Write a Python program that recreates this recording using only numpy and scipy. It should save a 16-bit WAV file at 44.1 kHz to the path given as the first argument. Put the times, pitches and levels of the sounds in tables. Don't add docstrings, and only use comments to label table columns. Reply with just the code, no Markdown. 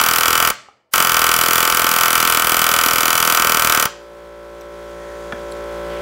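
import sys
import numpy as np
from scipy import signal
from scipy.fft import rfft, irfft
from scipy.io import wavfile

SR = 44100
rng = np.random.default_rng(int(sys.argv[2]) if len(sys.argv) > 2 else 0)


def amplitude_ratio(level_db):
    exponent = np.asarray(level_db, float) / 20
    return 10 ** exponent


def unload_audio(sound):
    columns = np.transpose(np.atleast_2d(sound))
    steps = np.round(np.clip(columns, -1, 1) * 32767)
    wavfile.write(sys.argv[1], SR, steps.astype(np.int16))


N = 265437

# first stroke in seconds, release in seconds.
BURSTS = [
    (.0125, .51),
    (.9366, 3.86),
]
# time in seconds, ms to next stroke.
PACE = [(0.012, 24.544), (0.4, 23.884), (0.448, 24.732), (0.473, 27.605), (0.937, 20.315), (0.957, 21.954),
        (1.142, 24.757), (1.603, 23.755), (1.722, 23.902), (1.985, 23.85), (2.445, 24.572), (2.469, 24.452),
        (3.25, 24.305), (3.47, 24.72), (3.595, 25.52), (3.772, 25.029), (3.824, 29.325)]
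STROKE_DB, LAST_DB = -11, -1.5
FRESH_DB, FRESH_S = 0.5, 0.1

# ms after the port opens, level in dB.
PUFF = [(0, -20), (1.3, 0), (4.2, -8), (6.7, -17), (13.5, -18), (15.5, -12), (16.7, -13), (18.7, -22),
        (24, -26)]
# frequency in Hz, level in dB per Hz.
JET = [(60, -31), (400, -12), (800, -5), (1400, -3), (3500, -4.5), (5500, -6), (9000, -3.5), (16000, 0)]
JET_DB, JET_ON_DOOR_DB = -12, -40
# time in seconds, level in dB.
LEAD_HISS = [(.912, -62), (.926, -42), (.936, -32), (.94, -69.5)]

# frequency in Hz, level in dB per Hz.
BUFFET = [(40, 6.5), (70, -3), (140, 1), (300, -4), (600, -7), (1500, -45)]
BUFFET_DB = -30.5
# frequency in Hz, level in dB per Hz.
GUST = [(100, -26), (220, -3), (500, -0.5), (800, -5), (1200, -20.5)]
GUST_MS, GUST_WIDE_MS, GUST_DB = 4.91, 2.26, -22.5

# frequency in Hz, level in dB, t60 in seconds, polarity.
DOOR = [(384, -41.2, 0.045, 1), (720, -25.7, 0.045, 1), (882, -29.0, 0.13, 1), (982, -28.4, 0.078, -1),
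        (1046, -24.0, 0.068, -1), (1104, -23.4, 0.048, 1), (1165, -20.6, 0.08, 1), (1183, -21.9, 0.12, -1),
        (1218, -18.7, 0.045, 1), (1260, -23.6, 0.2, 1), (1337, -19.5, 0.08, -1), (1407, -16.7, 0.08, -1),
        (1477, -32.5, 0.195, 1), (1505, -21.8, 0.078, -1), (1589, -29.2, 0.078, 1), (1750, -34.0, 0.12, -1),
        (1894, -17.9, 0.018, 1), (1927, -27.8, 0.072, -1), (2192, -11.8, 0.009, 1),
        (2375, -18.9, 0.027, -1), (2555, -27.5, 0.08, -1), (2650, -22.4, 0.029, 1),
        (3010, -21.3, 0.038, -1), (3261, -12.6, 0.007, -1), (3440, -24.9, 0.027, 1),
        (4390, -20.4, 0.007, 1), (4747, -21.4, 0.027, -1), (5118, -17.5, 0.004, 1), (5752, -19.4, 0.016, 1),
        (6253, -14.4, 0.004, -1)]
# frequency in Hz, level in dB per Hz.
PANEL = [(300, -30), (500, -18), (3300, -18), (5500, -12), (7000, 0), (8200, -3), (10000, -12),
         (16000, -14)]
PANEL_DB, PANEL_T60_S = -18.5, .025
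# frequency in Hz, level in dB, t60 in seconds, dB gained as it seats, polarity.
SHANK = [(4760, -38, 0.02, -8, -1), (5087, -50, 0.3, 5, 1), (5800, -38, 0.018, 15, 1),
         (6800, -24, 0.01, -5, 1), (2990, -25, .018, -10, -1)]
BLOW_LAG_S, BLOW_JITTER_S = .0022, .00005
BLOW_DB, BLOW_SCATTER_DB = 10.8, -1

# ms after the port opens, level in dB, frequency in Hz,
# t60 in seconds, polarity.
POPS = [
    (0.64, -15.5, 920, 0.0029, 1),
    (15.8, -26.5, 490, 0.044, 1),
    (20, -17, 1870, 0.0046, -0.73),
    (19, -22, 2390, 0.0087, 0.84),
]

# delay in ms, level in dB.
REFLECTIONS = [(7.1, -16.6), (8.68, -12.4), (13.56, -16), (14.1, -13.7), (16.08, -14)]
WALL_DULL_HZ = 4500
# frequency in Hz, t60 in seconds.
GARAGE = [(100, 1), (700, 0.5), (2000, 0.49), (5000, 0.44), (8000, 0.11), (13000, 0.12)]
DOOR_ECHO_DB, AIR_ECHO_DB, KNOCK_ECHO_DB, FLOOR_DB = -22, -14.5, -15, -70.5

# frequency in Hz, level in dB, t60 in seconds.
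HANDLE = [(800, 3.5, 0.04), (1250, -1, .04)]
SPRING = [(5770, 5, .012), (14500, 0, .004), (13000, 5, .004), (10400, -10, .008)]
CATCH = [(7850, -7, .015), (3500, -4, .004), (2500, -6, .004)]
SILL = [(122, 0, .2)]
BARREL = [(836, -8, .03), (1090, -7, .025), (1270, -4, .025), (1440, 0, .035), (1580, -2, .025),
          (1710, -2, .03), (2000, -8, .012), (2350, -7, .022), (2800, -11, .012), (3350, -7, .02),
          (5070, -20, .005)]
HOSE = [(233, -3.5, 0.067), (645, 0, 0.026), (1100, -3, .02), (1600, 0, .02), (3300, -10, .012),
        (9100, -24, .08)]
CLIP = [(9800, -2, .05), (7750, -4, .015)]
COLLAR = [(7650, -6, .05), (4500, -3, .005), (4100, -2, .006), (3700, -6, .006)]
# time in seconds, level in dB, body.
TAPS = [
    (.686, -44, HANDLE),
    (4.611, -45, SPRING),
    (4.618, -41, CATCH),
    (5.1, -50, SILL),
    (5.3236, -23, BARREL),
    (5.332, -31, HOSE),
    (5.514, -43, CLIP),
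    (5.522, -32, COLLAR),
]

# time in seconds, turns in Hz.
PISTON = [(5.25, 57.79), (5.6, 57.7), (6.02, 57.83)]
# multiple of the piston rate, level in dB.
ORDER_DB = [(1, -9), (2, -26), (3, -16), (4, -22), (5, -22), (6, -7), (7, -7), (8, -10), (9, -7), (10, 0),
            (11, -22), (12, -20), (13, -17), (14, -20), (15, -18), (16, -25), (17, -13), (18, -14),
            (19, -17), (20, -21), (21, -32), (22, -24), (23, -11), (24, -24), (25, -22), (26, -17),
            (27, -19), (28, -23), (29, -25), (30, -21)]
# frequency in Hz, level in dB per Hz.
CLATTER = [(24, -40), (40, -7), (75, -11.5), (109, -42.5), (171, -3), (283, -26), (337, -6), (570, -9),
           (646, -11), (1340, -12), (2700, -21), (3380, -18), (16000, -33.5)]
# time in seconds, gain in dB.
RECOVERY = [(4.02, 0.5), (5.25, 8.5), (5.55, 10.5), (5.98, 13.5)]
CUT_IN_S, THUMP_DB, CLATTER_DB = 2.5, -41.5, -55
BASS_BACK_S, BASS_CUT_DB = 4.23, -2
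TOP_ORDER, UPPER_DB, UPPER_SLOPE_DB, HEAD_ORDER, HEAD_DB = 62, -24.5, -.6, 58, 9

# start in seconds, end in seconds, level in dB,
# frequency in Hz, width in Hz.
SCUFFS = [
    (4.95, 5.25, -50, 1880, 120),
    (5.86, 6.04, -49, 3100, 400),
    (5.88, 6.05, -48, 2100, 500),
    (4.8, 5.45, -68, 9200, 200),
    (4.6, 5.9, -58, 6500, 2000),
]


def rms_one(x):
    return x / np.sqrt(np.mean(x ** 2) + 1e-20)


def at_hz(points, hz):
    table_hz, values = np.transpose(points)
    return np.interp(np.log(np.maximum(hz, 1)), np.log(table_hz), values)


def noise(spectrum):
    colour = amplitude_ratio(at_hz(spectrum, np.fft.rfftfreq(N, 1 / SR)))
    return rms_one(irfft(rfft(rng.standard_normal(N)) * colour, N))


def drift(rate):
    knots = rng.standard_normal(400)
    return np.interp(np.arange(N) / SR * rate, np.arange(400), knots)


def clicks(seconds, gains):
    out = np.full(N, 1e-18)
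    np.add.at(out, np.round(np.asarray(seconds) * SR).astype(int), gains)
    return out


def ring(push, hz, t60):
    radius, w = amplitude_ratio(-60 / (t60 * SR)), 2 * np.pi * hz / SR
    return signal.lfilter([0, np.sin(w)], [1, -2 * radius * np.cos(w), radius * radius], push)


def strokes():
    rows = []
    for start, release in BURSTS:
        s = start
        while s < release:
            step = np.interp(s, *np.transpose(PACE)) / 1000
            fresh = np.exp(-(s - start) / FRESH_S) * (start > BURSTS[0][0])
            last = s + step > release
            rows.append((s, STROKE_DB + FRESH_DB * fresh + LAST_DB * last))
            s += step
    return rows


def exhaust():
    t = np.arange(N) / SR
    opens, strength_db = np.transpose(strokes())
    opens = opens - .0007
    stroke = np.maximum(np.searchsorted(opens, t) - 1, 0)
    since_ms = 1000 * (t - opens[stroke]) + 24 * (t < opens[0])
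    last = np.diff(opens, append=99)[stroke] > .1
    shut_db = -2.5 * last * np.maximum(since_ms - 8.0, 0)
    uneven_db = 0.93 * rng.standard_normal(len(opens))
    puff_db = np.interp(since_ms, *np.transpose(PUFF))
    shape_db = puff_db + (strength_db + 15.5 + uneven_db)[stroke] + shut_db
    hiss_db = np.interp(t, *np.transpose(LEAD_HISS), left=-99, right=-99)
    return noise(JET) * (amplitude_ratio(JET_DB + shape_db) + amplitude_ratio(hiss_db))


def buffeting():
    t, opens = np.arange(N) / SR, np.transpose(strokes())[0]
    since = t - opens[np.maximum(np.searchsorted(opens, t) - 1, 0)]
    gust_shape = np.exp(-((1000 * since - GUST_MS) / GUST_WIDE_MS) ** 2)
    gust = noise(GUST) * amplitude_ratio(GUST_DB) * gust_shape
    wind_db = BUFFET_DB + 2.0 * drift(40) - 960 * np.abs(since)
    return noise(BUFFET) * amplitude_ratio(wind_db) + gust


def door(air):
    earlier = (BURSTS[0][0] - .0244, STROKE_DB)
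    opens, strength_db = np.transpose([earlier] + strokes())
    luck = rng.standard_normal((len(opens), len(DOOR)))
    hits = np.maximum(opens + BLOW_LAG_S + BLOW_JITTER_S * luck[:, 1], 0)
    gains = amplitude_ratio(strength_db + BLOW_DB + BLOW_SCATTER_DB * luck[:, 0])
    t = np.arange(SR // 10) / SR
    dense = noise(PANEL)[:len(t)] * amplitude_ratio(PANEL_DB - 60 * t / PANEL_T60_S)
    out = signal.fftconvolve(clicks(hits, gains), dense)[:N]
    for (hz, level_db, t60, polarity), own in zip(DOOR, luck.T):
        push = clicks(hits, gains * amplitude_ratio(.4 * own)) + amplitude_ratio(JET_ON_DOOR_DB) * air
        out += polarity * amplitude_ratio(level_db) * ring(push, hz, t60)
    for hz, level_db, t60, seat_db, polarity in SHANK:
        shank_db = level_db + np.interp(hits, [2.9, 3.4], [0, seat_db])
        out += polarity * ring(clicks(hits, gains * amplitude_ratio(shank_db)), hz, t60)
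    return signal.sosfilt(signal.butter(2, 200, "high", fs=SR, output="sos"), out)


def ports():
    opens, strength_db = np.transpose(strokes())
    whole = np.diff(opens, append=99) < .1
    out = 0
    for ms, db, hz, t60, polarity in POPS:
        sounds = whole | (ms < BLOW_LAG_S * 1000)
        push = clicks(opens + ms / 1000, amplitude_ratio(db + strength_db - STROKE_DB) * sounds)
        out = out + polarity * ring(push, hz, t60)
    return out


def reflected(x):
    ms, db = np.transpose(REFLECTIONS)
    back = signal.fftconvolve(x, clicks(ms / 1000, amplitude_ratio(db))[:SR // 20])[:N]
    return x - signal.sosfiltfilt(signal.butter(2, WALL_DULL_HZ, fs=SR, output="sos"), back)


def garage(x):
    t, echo = np.arange(SR) / SR, 0
    for low in 60 * 2 ** np.arange(0, 8.1, .5):
        band = signal.butter(2, [low, low * np.sqrt(2)], "band", fs=SR, output="sos")
        echo = echo + signal.sosfilt(band, rng.standard_normal(SR)) * amplitude_ratio(-60 * t / at_hz(GARAGE, low))
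    echo = echo * np.clip((t - .004) / 0.015, 0, 1)
    return signal.fftconvolve(x, echo / np.sqrt(np.sum(echo ** 2)))[:N]


def knocks():
    out, bounce = 0, np.array([0, 1, 1, 1])
    for (s, db, body), luck in zip(TAPS, rng.random((len(TAPS), 26))):
        times = s + .004 * luck[:4] * bounce
        contacts = clicks(times, amplitude_ratio(db - (7.0 + 8.0 * luck[4:8]) * bounce))
        for (hz, level_db, t60), side in zip(body, np.sign(luck[8:] - .5)):
            crack = amplitude_ratio(-1) * ring(contacts, hz, 4.8 / hz)
            out = out + side * amplitude_ratio(level_db) * (ring(contacts, hz, t60) + crack)
    return out


def compressor():
    t = np.arange(N) / SR
    turn = 2 * np.pi * np.cumsum(np.interp(t, *np.transpose(PISTON))) / SR
    upper = np.arange(len(ORDER_DB) + 2.5, TOP_ORDER + 1)
    head_db = HEAD_DB * np.exp(-((upper - HEAD_ORDER) / 3.8) ** 2)
    upper_db = UPPER_DB + UPPER_SLOPE_DB * (upper - upper[0]) + head_db
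    upper_db = upper_db + 1.24 * rng.standard_normal(len(upper))
    thump = 0
    for k, db in list(ORDER_DB) + list(zip(upper, upper_db)):
        level_db = db + 0.34 * drift(13.0) + BASS_CUT_DB * (k == 1) * (t < BASS_BACK_S)
        phase = (2.3 + k / 12) * rng.standard_normal() + 0.05 * drift(7.7)
        thump = thump + amplitude_ratio(level_db) * np.cos(k * turn + phase)
    clatter = noise(CLATTER) * amplitude_ratio(1.0 * np.cos(turn) + .7 * drift(22))
    mix = rms_one(thump) * amplitude_ratio(THUMP_DB) + clatter * amplitude_ratio(CLATTER_DB)
    cut_in = np.clip((t - CUT_IN_S) / 0.18, 0, 1)
    return mix * amplitude_ratio(np.interp(t, *np.transpose(RECOVERY))) * cut_in


def scuffs():
    t, out = np.arange(N) / SR, 0
    for start, end, db, hz, width in SCUFFS:
        swell = np.sin(np.pi * np.clip((t - start) / (end - start), 0, 1))
        out = out + amplitude_ratio(db) * swell * rms_one(ring(rng.standard_normal(N), hz, 2.4 / width))
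    return out


def scene():
    air, taps = exhaust(), knocks() + scuffs()
    steel = reflected(door(air)) + ports()
    echo = garage(amplitude_ratio(DOOR_ECHO_DB) * steel + amplitude_ratio(AIR_ECHO_DB) * air + amplitude_ratio(KNOCK_ECHO_DB) * taps)
    floor = amplitude_ratio(FLOOR_DB) * noise([(40, -43.5), (200, 7.0), (600, 22), (3000, -6.5), (16000, -26)])
    return (steel + air + taps + echo + buffeting() + compressor() + floor)[None]


def low_pass(x):
    return signal.sosfilt(signal.butter(12, 16650, fs=SR, output="sos"), x)


def record(dry):
    thin = signal.sosfilt(signal.butter(3, 45, "high", fs=SR, output="sos"), dry)
    rounded = 1.265 * np.tanh(thin / 0.94)
    top_cut = signal.ellip(10, .5, 70, 15780, fs=SR, output="sos")
    return low_pass(signal.sosfilt(top_cut, rounded))


dry = scene()
out = record(dry)
unload_audio(out)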